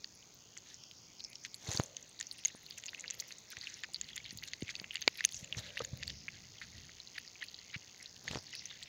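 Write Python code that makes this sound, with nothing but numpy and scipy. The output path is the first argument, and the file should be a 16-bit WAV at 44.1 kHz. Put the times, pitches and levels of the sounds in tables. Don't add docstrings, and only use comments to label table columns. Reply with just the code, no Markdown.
import sys
import numpy as np
from scipy import signal
from scipy.fft import rfft, irfft
from scipy.io import wavfile

SR = 44100
rng = np.random.default_rng(int(sys.argv[2]) if len(sys.argv) > 2 else 0)


def natural_amplitude(level_db):
    exponent = np.asarray(level_db, float) / 20
    return 10 ** exponent


def int16_out(signal):
    q = np.round(np.clip(np.atleast_2d(signal).T, -1, 1) * 32767)
    wavfile.write(sys.argv[1], SR, q.astype(np.int16))


N = 391608

# start in seconds, peak in dB, pitch in Hz.
SPRAY_SPECKS = [(1.5435, -48, 8580), (1.797, -39, 15530), (1.8367, -41, 9600), (2.1998, -42.5, 9300),
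                (2.325, -43, 8800), (2.472, -41, 15400), (2.701, -47, 15530), (3.1937, -46, 14900),
                (3.207, -44, 11000), (3.504, -39, 15200), (3.936, -46, 9000), (4.164, -39, 8900),
                (4.374, -39, 15400), (5.011, -40, 15250), (5.175, -42, 11460), (5.25, -20.5, 9100),
                (5.25, -27, 15100), (5.3117, -51, 14450), (5.3237, -43, 11150), (5.9735, -41, 15000),
                (6.079, -44, 14700), (7.4415, -44.1, 10850), (8.5543, -43, 9700)]
# start in seconds, peak in dB.
TONGUE_TIPS = [(0.57, -42), (0.8368, -44), (0.913, -36), (1.197, -48), (1.2033, -42), (1.3314, -36),
               (1.357, -39.5), (2.228, -31), (2.391, -36), (2.438, -39), (3.143, -34.5), (3.792, -40),
               (4.0886, -35), (4.261, -34), (4.944, -36), (5.1561, -36), (5.291, -32.5), (6.7814, -39.5),
               (7.1606, -49), (8.165, -37), (8.313, -31), (8.3875, -39), (8.552, -29), (8.828, -30.5)]


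def rms_one(x):
    return x / np.sqrt(np.mean(x ** 2) + 1e-20)


def peak_one(shapes):
    return shapes / np.abs(shapes).max(axis=1, keepdims=True)


def band(x, low_hz, high_hz):
    return signal.sosfilt(signal.butter(2, [low_hz, high_hz], "band", fs=SR, output="sos"), x)


def lowpass(x, order, hz):
    return signal.sosfilt(signal.butter(order, hz, fs=SR, output="sos"), x)


def drift(rate):
    r = np.exp(-80 * np.pi * rate / SR)
    noise = rng.standard_normal(N // 40 + 2002)
    slow = signal.lfilter([1], [1, -2 * r, r * r], noise)[2000:]
    return np.interp(np.arange(N) / 40, np.arange(len(slow)), rms_one(slow))


def ring(clicks, hz, t60):
    r, w = 1000 ** (-1 / (t60 * SR)), 2 * np.pi * hz / SR
    return signal.lfilter([0, np.sin(w)], [1, -2 * r * np.cos(w), r * r], clicks + 1e-18)


def place(times, shapes):
    out = np.zeros(N + shapes.shape[1])
    for s, shape in zip(times, shapes):
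        i = max(int(s * SR), 0)
        out[i:i + len(shape)] += shape
    return out[:N]


def swells(rows, column):
    rows = np.array(rows)
    t = np.arange(-16384, 16384) / SR
    bells = np.exp(-(t / (0.46 * rows[:, 1:2])) ** 2) * natural_amplitude(rows[:, column:column + 1])
    return np.roll(place(rows[:, 0], bells), -16384)


def snap_levels():
    # start in seconds, lead ring in dB, spill into the other rings in dB.
    hollow_snaps = [(2.9466, -31, -17), (3.5694, -30.5, -16), (3.8362, -25, -17.5), (4.1787, -28, -20),
                    (4.4375, -36.5, -7), (4.6223, -37.5, -9), (4.681, -33, -18), (4.7539, -31.5, -11),
                    (4.9565, -26, -12), (4.9692, -30, -22), (5.2074, -23, -25), (5.2417, -27.5, -10.5),
                    (5.5264, -21.5, -34), (5.772, -27, -32), (5.7762, -26.5, -22), (5.7929, -32, -10),
                    (6.0284, -28.5, -24), (6.1023, -36, -9), (7.4232, -31, -32), (7.4275, -28.5, -34),
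                    (8.2793, -24, -23), (8.3567, -32.5, -16), (8.5292, -33.5, -18)]
    middle_snaps = [(0.0442, -28.5, -15.5), (1.544, -30, -42), (1.7739, -20, -28), (2.709, -33.5, -12),
                    (2.8379, -40.5, 2), (3.2006, -24, -43), (3.323, -35, -19), (3.945, -22.5, -29),
                    (4.3082, -31, -14), (4.5348, -36, 5), (4.5396, -32, -20), (4.7991, -31.5, -11),
                    (5.024, -30, -7), (5.0782, -11, -9.5), (5.8188, -39, -3), (6.0334, -30, -4.5),
                    (6.0788, -26.5, -21), (7.185, -38.5, -19), (8.284, -31, -4.5), (8.3135, -38, -5),
                    (8.348, -30, -8)]
    bright_snaps = [(1.45, -32.5, 1.5), (1.7157, -23, -11), (1.723, -36.9, -6.2), (1.735, -31, -9),
                    (1.7649, -27, -22), (1.798, -31, -3), (1.968, -26, -9.5), (2.2111, -24.5, -5.5),
                    (2.4504, -16, -13), (2.456, -16, -26), (2.482, -31, -23), (2.859, -33, -7.8),
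                    (3.1026, -27, -8), (3.1081, -21.5, -22), (4.0133, -21.5, -14.5), (4.1633, -32, -9),
                    (5.018, -30.5, -5), (5.25, -8.5, -13), (5.445, -34.5, -10), (5.8484, -28, -7)]
    # hollow ring in dB, middle ring in dB, bright ring in dB, airy rings in dB.
    spill_lean = [
        (0, 8, 6.5, -13),
        (0.5, 0, 0, -50),
        (-3.5, -10.5, 0, -30),
    ]
    times, levels = [], []
    for lead, (rows, lean) in enumerate(zip([hollow_snaps, middle_snaps, bright_snaps], spill_lean)):
        s, db, spill_db = np.array(rows).T[:, :, None]
        rings = db + spill_db + np.array(lean)
        rings[:, lead] = db[:, 0]
        times.append(s[:, 0])
        levels.append(rings)
    return np.concatenate(times), np.concatenate(levels)


def snaps(rise_s=0.00028, echo_db=-13, tail_db=-22, tail_s=0.0018):
    # pitch in Hz, pitch scatter from 0 to 1, time to fade by 60 dB in seconds.
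    snap_rings = [
        (2407, 0.24, 0.0094),
        (4530, 0.05, 0.0057),
        (6487, 0.07, 0.0089),
        (10750, 0.8, 0.01),
        (15000, 0.36, 0.0011),
    ]
    times, rows = snap_levels()
    t = np.arange(1024) / SR
    levels = np.column_stack([rows, rows[:, -1] + 3.2])
    draws = rng.standard_normal((len(rows), 5, 2, 2))
    tails = rng.standard_normal((len(rows), len(t)))
    shapes = 0
    for k, (hz, scatter, t60) in enumerate(snap_rings):
        pitch = hz * np.exp(1.35 * scatter * np.tanh(draws[:, k, :, :1]))
        pair = np.sin(2 * np.pi * (pitch * t + draws[:, k, :, 1:])).sum(axis=1)
        body = pair * 1000 ** (-t / t60) * (1 - np.exp(-t / rise_s)) ** 2
        tail = band(tails, 0.99 * hz, 1.0 * hz) * np.exp(-t / tail_s) * natural_amplitude(tail_db)
        shapes = shapes + natural_amplitude(levels[:, k:k + 1] - 2.53) * (peak_one(body) + tail)
    crack = band(band(np.exp(-t / 0.00005), 2650, 5200), 1800, 5200)
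    crack_db = levels[:, :3].mean(axis=1, keepdims=True) + 5.5
    shapes = shapes + natural_amplitude(crack_db) * np.roll(crack / crack.max(), 12)
    shapes = shapes + natural_amplitude(echo_db) * np.roll(shapes, int(0.0011105 * SR), axis=1)
    return place(times - 0.0006, shapes)


def sized(rows, hz):
    return np.column_stack([rows, np.full(len(rows), hz)])


def pips(cycles=13, scatter=0.14):
    # start in seconds, peak in dB, pitch in Hz.
    bubbles = [(1.4564, -41, 2660), (3.0414, -33.5, 2230), (3.047, -37.5, 1990), (3.3079, -37.5, 2170),
               (3.6717, -28, 2880), (3.8404, -33, 2500), (3.8435, -30.5, 2150), (4.1713, -36, 2040),
               (4.434, -33, 2530), (4.6922, -29, 2080), (4.8433, -30, 2500), (4.9089, -28, 2820),
               (4.951, -35, 2000), (5.1931, -33, 2450), (5.5293, -34, 3000), (5.5482, -33.5, 2180),
               (6.2824, -28, 2350), (6.2862, -33, 2230), (6.6153, -34.5, 2040), (6.6212, -36, 2060),
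               (7.438, -39, 2590), (7.7446, -29.5, 2050), (7.7525, -34, 2630), (7.7559, -36, 2530)]
    # start in seconds, peak in dB.
    droplets = [(1.6782, -38), (1.6899, -40), (2.1924, -34), (2.3135, -28), (2.8823, -34), (2.8921, -30.6),
                (3.0802, -27), (3.1937, -40), (3.318, -37.2), (3.6132, -30), (3.6285, -38), (3.6426, -35),
                (3.9493, -36), (3.9605, -29), (4.3872, -33), (4.4844, -37), (5.3231, -33.5), (6.0981, -30),
                (7.2775, -35.5), (7.4854, -35), (7.5444, -33), (8.0592, -33), (8.5943, -35.5)]
    threads = [(0.5756, -31), (0.7436, -34), (1.2405, -31.5), (1.6734, -37), (1.695, -40), (1.729, -29),
               (1.8368, -30.5), (2.2002, -36), (2.202, -31), (2.2692, -33), (2.79, -48), (2.8647, -30),
               (2.997, -32), (3.0083, -51), (3.204, -27), (3.7414, -34), (4.1594, -33.5), (5.3344, -35),
               (5.3448, -29), (5.358, -39), (5.367, -33), (8.6565, -29)]
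    droplet_hz, thread_hz = 4340, 6340
    port_drop_hz = 7600
    pops = [bubbles, sized(droplets, droplet_hz), sized(threads, thread_hz), SPRAY_SPECKS]
    s, db, hz = np.concatenate(pops).T[:, :, None]
    t = np.arange(512) / SR
    draws = rng.standard_normal((len(s), 3, 1))
    turns = hz * np.exp(0.026 * draws[:, 2]) * t * (1 + 0.00057 * hz * t)
    near_turns = turns * np.exp(scatter * np.tanh(draws[:, 1]))
    pair = np.sin(2 * np.pi * (turns + draws[:, 0])) + 1.09 * np.sin(2 * np.pi * (near_turns + draws[:, 2]))
    body = pair * 1000 ** (-hz ** 0.5 * 60 * t / cycles) * (1 - np.exp(-t / 0.00039)) ** 2
    body = np.where(hz < port_drop_hz, lowpass(body, 6, port_drop_hz), body)
    body = natural_amplitude(db + 0.1) * peak_one(body)
    after = s[:, 0] + rng.uniform(0.002, 0.007, len(s))
    return place(s[:, 0] - 0.0006, body) + natural_amplitude(-9.5) * place(after, body)


def licks(spread_s=0.0014, scatter=0.037, t60_s=0.0084, rise_s=0.00012, trail_db=-4):
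    # start in
    # seconds, peak in dB, pitch in Hz.
    lick_rows = [(0.2278, -48.5, 3100), (0.5689, -44, 1930), (0.5761, -52, 1890), (1.4498, -44.5, 1920),
                 (1.6668, -46, 2070), (1.8061, -49, 2410), (2.203, -41, 1920), (2.4562, -36, 2100),
                 (2.7777, -42, 2640), (2.7893, -45.5, 2000), (2.8851, -35.5, 2700), (2.933, -39.5, 1820),
                 (2.9794, -44, 2580), (2.9925, -50, 2070), (3.06, -42, 2760), (3.2239, -43, 2090),
                 (3.5331, -45, 1470), (3.6376, -43, 2080), (3.7674, -54, 2100), (4.1324, -41, 3370),
                 (4.2028, -44, 2240), (4.2543, -44, 2240), (4.2623, -39, 3270), (4.4256, -42, 1940),
                 (4.4561, -47, 2760), (4.7927, -46, 2100), (4.98, -44, 2350), (5.0395, -47, 2930),
                 (5.0786, -13.5, 2340), (5.2165, -47, 2070), (5.2245, -53, 2240), (5.3449, -45, 2760),
                 (5.4756, -48, 2630), (5.6657, -45, 3000), (5.6882, -46, 2800), (5.6925, -42, 3270),
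                 (5.7056, -40.5, 2760), (6.5843, -45, 3250), (6.847, -55, 1890), (6.8941, -45.5, 1890),
                 (7.1626, -41.5, 2070), (7.3564, -45, 2480), (7.4108, -45, 3270), (7.4159, -42, 2130),
                 (7.7025, -47.5, 2900), (7.9463, -49, 2100), (8.0022, -47, 2070), (8.0102, -46, 2070),
                 (8.0225, -52, 1890), (8.5362, -40, 2040), (8.5464, -41, 2620), (8.558, -49, 1890),
                 (8.5986, -60, 2760), (8.7133, -46.5, 1680),
                 (0.8378, -40.5, 5500), (1.1968, -42, 4330), (1.206, -35, 4260), (1.2484, -31, 5340),
                 (1.356, -35, 5450), (1.4386, -39, 6200), (1.5443, -39, 7580), (1.69, -41, 4000),
                 (1.748, -33, 6500), (1.7741, -32, 6740), (1.805, -35.5, 4480), (1.8612, -40, 6720),
                 (2.0281, -39, 6450), (2.483, -43, 4650), (2.6647, -39, 4200), (2.8, -43, 6370),
                 (3.0087, -33, 6740), (3.1436, -42, 6550), (3.3234, -38.5, 6400), (3.385, -38.5, 6550),
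                 (3.5098, -43, 4160), (3.5875, -40, 6400), (3.6384, -42, 6370), (3.7, -40, 6240),
                 (3.8444, -38, 4820), (3.9362, -39, 7100), (4.044, -40, 4440), (4.2442, -39, 4310),
                 (4.2551, -40, 3480), (4.2935, -41, 4800), (4.3088, -41, 6170), (4.375, -37.5, 6600),
                 (4.6317, -42, 6670), (4.7644, -37, 4650), (5.1747, -42, 4480), (5.1831, -42, 4480),
                 (5.3159, -41, 6720), (5.3474, -39, 4480), (5.778, -38, 3870), (5.8195, -39, 5700),
                 (5.8415, -40, 4600), (6.0738, -42, 7500), (7.002, -36.5, 4130), (7.0744, -38, 4250),
                 (7.4246, -37.5, 4000), (7.4406, -41, 4310), (7.59, -38.5, 4370), (8.028, -45, 7580),
                 (8.0276, -41, 5440), (8.3722, -36.5, 5510), (8.388, -40, 4900), (8.468, -40, 4450),
                 (8.537, -39, 5240), (8.5653, -40, 4310), (8.7047, -42, 3670), (8.711, -38, 3600),
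                 (8.8333, -42, 7600), (8.833, -38, 4200),
                 (0.3454, -48, 15500), (1.301, -53, 10900), (1.5499, -51, 11400), (1.5594, -53, 11020),
                  (1.7212, -46, 9300), (1.735, -48, 9820), (1.735, -48, 15330), (1.7538, -48, 9130),
                  (1.7604, -47, 9500), (1.7647, -44, 14990), (1.83, -51, 9200), (2.094, -48, 8600),
                  (2.3162, -50, 11100), (2.3334, -47, 8650), (2.4548, -49, 12900), (2.4722, -53, 9900),
                  (2.557, -49, 9450), (2.567, -51, 9400), (2.7015, -51, 15400), (2.782, -49, 11460),
                  (3.1877, -47, 14810), (3.2065, -41, 15160), (3.2784, -47, 14990), (3.5171, -46, 8900),
                  (3.9358, -53, 10500), (3.9454, -47, 10100), (4.1636, -47, 13440), (4.6085, -49, 8900),
                  (4.816, -50, 15330), (6.0785, -49, 8790), (7.188, -51, 10940), (8.0276, -51, 10510),
                  (8.2409, -55, 11540), (8.6574, -51, 10600)]
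    odd_ones = [
        (0.152, -54, 10600),
        (0.585, -45, 4440),
        (3.89, -51.5, 704),
        (5.8058, -33, 460),
        (5.8046, -36.5, 1260),
    ]
    s, db, hz = np.concatenate([lick_rows, odd_ones]).T[:, :, None]
    draws = rng.standard_normal((len(s), 3, 3, 1))
    fade = (hz / 3000) ** 0.79 * natural_amplitude(0.3 * np.maximum(db + 31, 0)) / t60_s
    shapes = 0
    for k in range(3):
        delay = k * spread_s * np.exp(0.43 * draws[:, k, 0])
        t = np.maximum(np.arange(768) / SR - delay, 0)
        pitch = hz * np.exp(k * scatter * np.tanh(draws[:, k, 1]))
        tone = np.sin(2 * np.pi * (pitch * t + draws[:, k, 2]))
        shapes = shapes + natural_amplitude(k * trail_db) * tone * 1000 ** (-t * fade) * (1 - np.exp(-t / rise_s)) ** 2
    return place(s[:, 0] - 0.001, natural_amplitude(db + 0.5) * peak_one(shapes))


def tip_ticks(decay_s=0.00028, air_db=-22, speck_body_db=-2, speck_air_db=-6):
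    tips, specks = np.array(TONGUE_TIPS), np.array(SPRAY_SPECKS)
    s = np.concatenate([tips[:, 0], specks[:, 0]])
    body_db = np.concatenate([tips[:, 1], specks[:, 1] + speck_body_db])[:, None]
    top_db = np.concatenate([tips[:, 1] + air_db, specks[:, 1] + speck_air_db])[:, None]
    t = np.arange(256) / SR
    burst = rng.standard_normal((len(s), len(t))) * t * np.exp(-t / decay_s)
    body = band(band(burst, 2700, 6800), 1600, 5400)
    low_air = band(band(burst, 8600, 11000), 8300, 11500)
    high_air = band(band(burst, 14300, 15800), 14000, 16000)
    shapes = natural_amplitude(body_db) * peak_one(body) + natural_amplitude(top_db) * peak_one(low_air + 2 * high_air)
    return place(s - 0.0007, shapes)


def crackle(modes, per_s, spread_db, cycles, detune=0.087):
    sizes = natural_amplitude(spread_db * np.minimum(rng.exponential(1, N), 4)) * rng.choice([-1, 1], N)
    born = rng.random(N) < per_s * natural_amplitude(3.5 * drift(60)) / SR
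    pitches = [hz * step for hz in modes for step in (1 - detune, 1, 1 + detune)]
    dealt = rng.integers(0, len(pitches), N)
    rings = sum(ring(sizes * born * (dealt == k), hz, cycles / hz) for k, hz in enumerate(pitches))
    return rms_one(band(rings, 0.78 * modes[0], 1.13 * modes[-1]))


def slurps_and_scrapes():
    # middle in
    # seconds, length in seconds, level in dB, brightness in dB from one ring to the next.
    drags_and_scrapes = [(0.707, 0.12, -71, -3), (1.456, 0.023, -59.5, -2), (1.736, 0.19, -60.5, 0.5),
                         (2.47, 0.048, -77, 5.5), (2.782, 0.011, -63, 4), (3.204, 0.0086, -70, 13),
                         (3.292, 0.021, -72, 5.5), (3.523, 0.023, -61.5, -3), (3.688, 0.19, -66, -4.5),
                         (4.478, 0.023, -61, -1.5), (4.704, 0.029, -57, -3), (5.192, 0.021, -57, -5.5),
                         (5.382, 0.1, -72.5, 5), (5.586, 0.031, -57.5, 0.5), (5.655, 0.091, -63.5, -6),
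                         (5.78, 0.14, -66.5, -7), (6.63, 0.037, -61.5, -9), (7.182, 0.0072, -50, -6.5),
                         (7.747, 0.028, -57, -26), (8.317, 0.13, -63, -3.5), (8.542, 0.059, -58, 0)]
    # level of a plain drag or scrape in dB, then how far it follows
    froth_db = [-0.5, 5, 7, -10.5]
    froth_lean = [-0.32, 0.1, 1.6, 2]
    froths = [crackle([1750, 2200, 2700], per_s=1200, spread_db=2.0, cycles=15),
              crackle([3700, 4500], per_s=1400, spread_db=3.0, cycles=11),
              crackle([6000, 6600], per_s=2000, spread_db=5.5, cycles=26),
              crackle([9200, 11500, 14600], per_s=2000, spread_db=5.0, cycles=9.8)]
    s, length, db, bright_db = np.transpose(drags_and_scrapes)
    total = 0
    for froth, base_db, lean in zip(froths, froth_db, froth_lean):
        rows = np.column_stack([s, length, db + base_db + lean * bright_db])
        total = total + froth * swells(rows, column=2)
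    return natural_amplitude(5.5) * total


def wetness(wet_s=0.037, dry_db=-5.5):
    times = np.concatenate([snap_levels()[0], np.array(TONGUE_TIPS)[:, 0]])
    near = swells(np.column_stack([times, np.full(len(times), wet_s), 0 * times]), column=2)
    return natural_amplitude(dry_db) + np.tanh(near)


def loose_froth(wet_db):
    froth = crackle([2040, 2760, 3490, 4280], per_s=1100, spread_db=4.0, cycles=33, detune=0.057)
    spray = crackle([8800, 11300, 14900, 15400], per_s=200, spread_db=6.0, cycles=65)
    ticks = crackle([2300, 4300, 5600], per_s=70, spread_db=0.5, cycles=4.3)
    froth = natural_amplitude(wet_db - 2.5 + 2.7 * drift(9.3)) * froth
    spray = natural_amplitude(wet_db - 23 + 7.0 * drift(9.4)) * spray
    return wetness() * (froth + spray + natural_amplitude(wet_db - 11.5) * ticks)


def knocks():
    # start in seconds, low swing in dB, pitch in Hz, sharp edge in dB.
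    knock_rows = [(1.692, -32, 100, -45), (1.7516, -38, 108, -37), (1.7995, -24, 129, -20.5),
                  (2.5502, -45.5, 240, -44.5), (3.581, -50, 81.6, -51), (4.33, -47.5, 199, -74),
                  (4.356, -44.5, 123, -78), (4.6256, -31, 274, -60), (4.633, -37, 99, -70),
                  (4.817, -45, 188, -45), (5.0785, -28.5, 324, -16.5), (5.4304, -43, 139, -62),
                  (5.574, -36.5, 103, -63), (5.592, -38.5, 100, -62), (5.8058, -54, 298, -39),
                  (5.8204, -42, 111, -38), (5.936, -33, 114, -49), (7.765, -39.5, 129, -56),
                  (8.3123, -38.5, 125, -36), (8.3337, -46, 120, -36), (8.358, -37.5, 118, -28.5),
                  (8.373, -40, 108, -34.5)]
    rows = np.array(knock_rows)
    t = np.arange(3072) / SR
    cycles = rows[:, 2:3] * t
    swing = np.sin(2 * np.pi * cycles) * cycles * np.exp(-cycles * 3.18) * 5.55
    edge = band(np.exp(-t / 0.0007), 286, 2080)
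    lows = place(rows[:, 0] - 0.663 / rows[:, 2], swing * natural_amplitude(rows[:, 1:2] + 6.0))
    edges = place(rows[:, 0] - 0.0006, -natural_amplitude(rows[:, 3:4] + 2.5) * edge / edge.max())
    return band(lows, 76, 620) + edges


def rubs():
    # middle in seconds, length in seconds, stick-slip in dB, hum of the case in dB.
    rub_rows = [
        (1.74, 0.19, -51, -66),
        (1.9, 0.31, -91, -66),
        (3.1, 0.66, -71.5, -72),
        (4.8, 0.21, -66.5, -81),
        (5.59, 0.056, -57, -81),
        (5.75, 1, -75, -66),
        (8.32, 0.17, -53.5, -68),
    ]
    slips = (rng.random(N) < 450 / SR) * natural_amplitude(2.5 * np.minimum(rng.exponential(1, N), 4))
    spikes = band(slips, 210, 5700) + natural_amplitude(16) * band(slips, 86, 1040)
    hum = band(rng.standard_normal(N), 477, 628)
    return swells(rub_rows, column=2) * rms_one(spikes) + swells(rub_rows, column=3) * rms_one(hum)


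def rumble(level_db):
    return natural_amplitude(level_db - 8 + 2.8 * drift(4.3)) * rms_one(band(rng.standard_normal(N), 59.5, 162))


def whine(buzz_hz=60.348):
    tick_rows = [
        (.197, .72),
        (.448, -.5),
        (.48, 1),
    ]
    opens_s, open_time_s = 5.64, 0.37
    width_db = np.interp(np.arange(N) / SR, [opens_s, opens_s + open_time_s], [-1.5, 3])
    ticks = np.zeros(N)
    for share, strength in tick_rows:
        at = (np.arange(int(N / SR * buzz_hz) - 1) + share) / buzz_hz * SR
        np.add.at(ticks, at.astype(int), strength * (1 - at % 1))
        np.add.at(ticks, at.astype(int) + 1, strength * (at % 1))
    ticks = lowpass(ticks, 12, 7000)
    port = band(ticks, 6100, 6950)
    wide = band(band(ticks, 3700, 6000), 3400, 7500)
    return natural_amplitude(-51.5) * port / port.max() - natural_amplitude(1.6 * width_db - 49.5) * wide / wide.max()


def hiss(level_db=-59):
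    # pitch in Hz, level in dB per Hz.
    hiss_colour = [(25, -16), (50, -6), (110, 2.5), (1240, -12), (1940, -13.5), (3000, -12), (4300, -7),
                   (5300, -8), (6600, -6.5), (7200, -12), (8200, -28), (13600, -32.5), (15000, -17),
                   (15900, -21)]
    hz = np.fft.rfftfreq(N, 1 / SR) + 1
    points = np.array(hiss_colour)
    colour = natural_amplitude(np.interp(np.log(hz), np.log(points[:, 0]), points[:, 1])) * (hz < points[-1, 0])
    air = rms_one(irfft(rfft(rng.standard_normal(N)) * colour, N))
    edges = 1500 * 2 ** np.arange(0, 2.1, 0.4)
    patches = sum((natural_amplitude(5.8 * drift(4.6)) - 1) * band(air, low, high) for low, high in zip(edges, edges[1:]))
    return natural_amplitude(level_db - 4.0) * (air + patches)


def scene():
    # time in seconds, wet crackle in dB, handling rumble in dB.
    stirring = [(0.0, -98, -85), (0.56, -112, -82), (1.66, -64.5, -73), (2.78, -56, -92), (4.1, -59.5, -61),
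                (4.35, -60.5, -54.5), (4.5, -57, -65), (5.2, -60, -67), (5.6, -56.5, -50.5),
                (6.25, -60, -47.5), (6.6, -57, -58.5), (6.85, -55.5, -54.5), (7.1, -58.5, -74),
                (8.05, -60, -75), (8.3, -79, -46.5), (8.5, -52.5, -69), (8.65, -51, -54.5),
                (8.88, -53.5, -64)]
    s, *columns = np.transpose(stirring)
    wet_db, rumble_db = [np.interp(np.arange(N) / SR, s, c) for c in columns]
    lapping = snaps() + pips() + slurps_and_scrapes() + tip_ticks() + loose_froth(wet_db)
    handling = knocks() + rubs() + rumble(rumble_db)
    return (band(lapping, 910, 20000) + licks() + handling + hiss() + whine())[None]


def top_cut(x):
    return signal.sosfilt(signal.butter(12, 17000, fs=SR, output="sos"), x)


def record(dry):
    return top_cut(lowpass(dry, 8, 16000))


dry = scene()
out = record(dry)
int16_out(out)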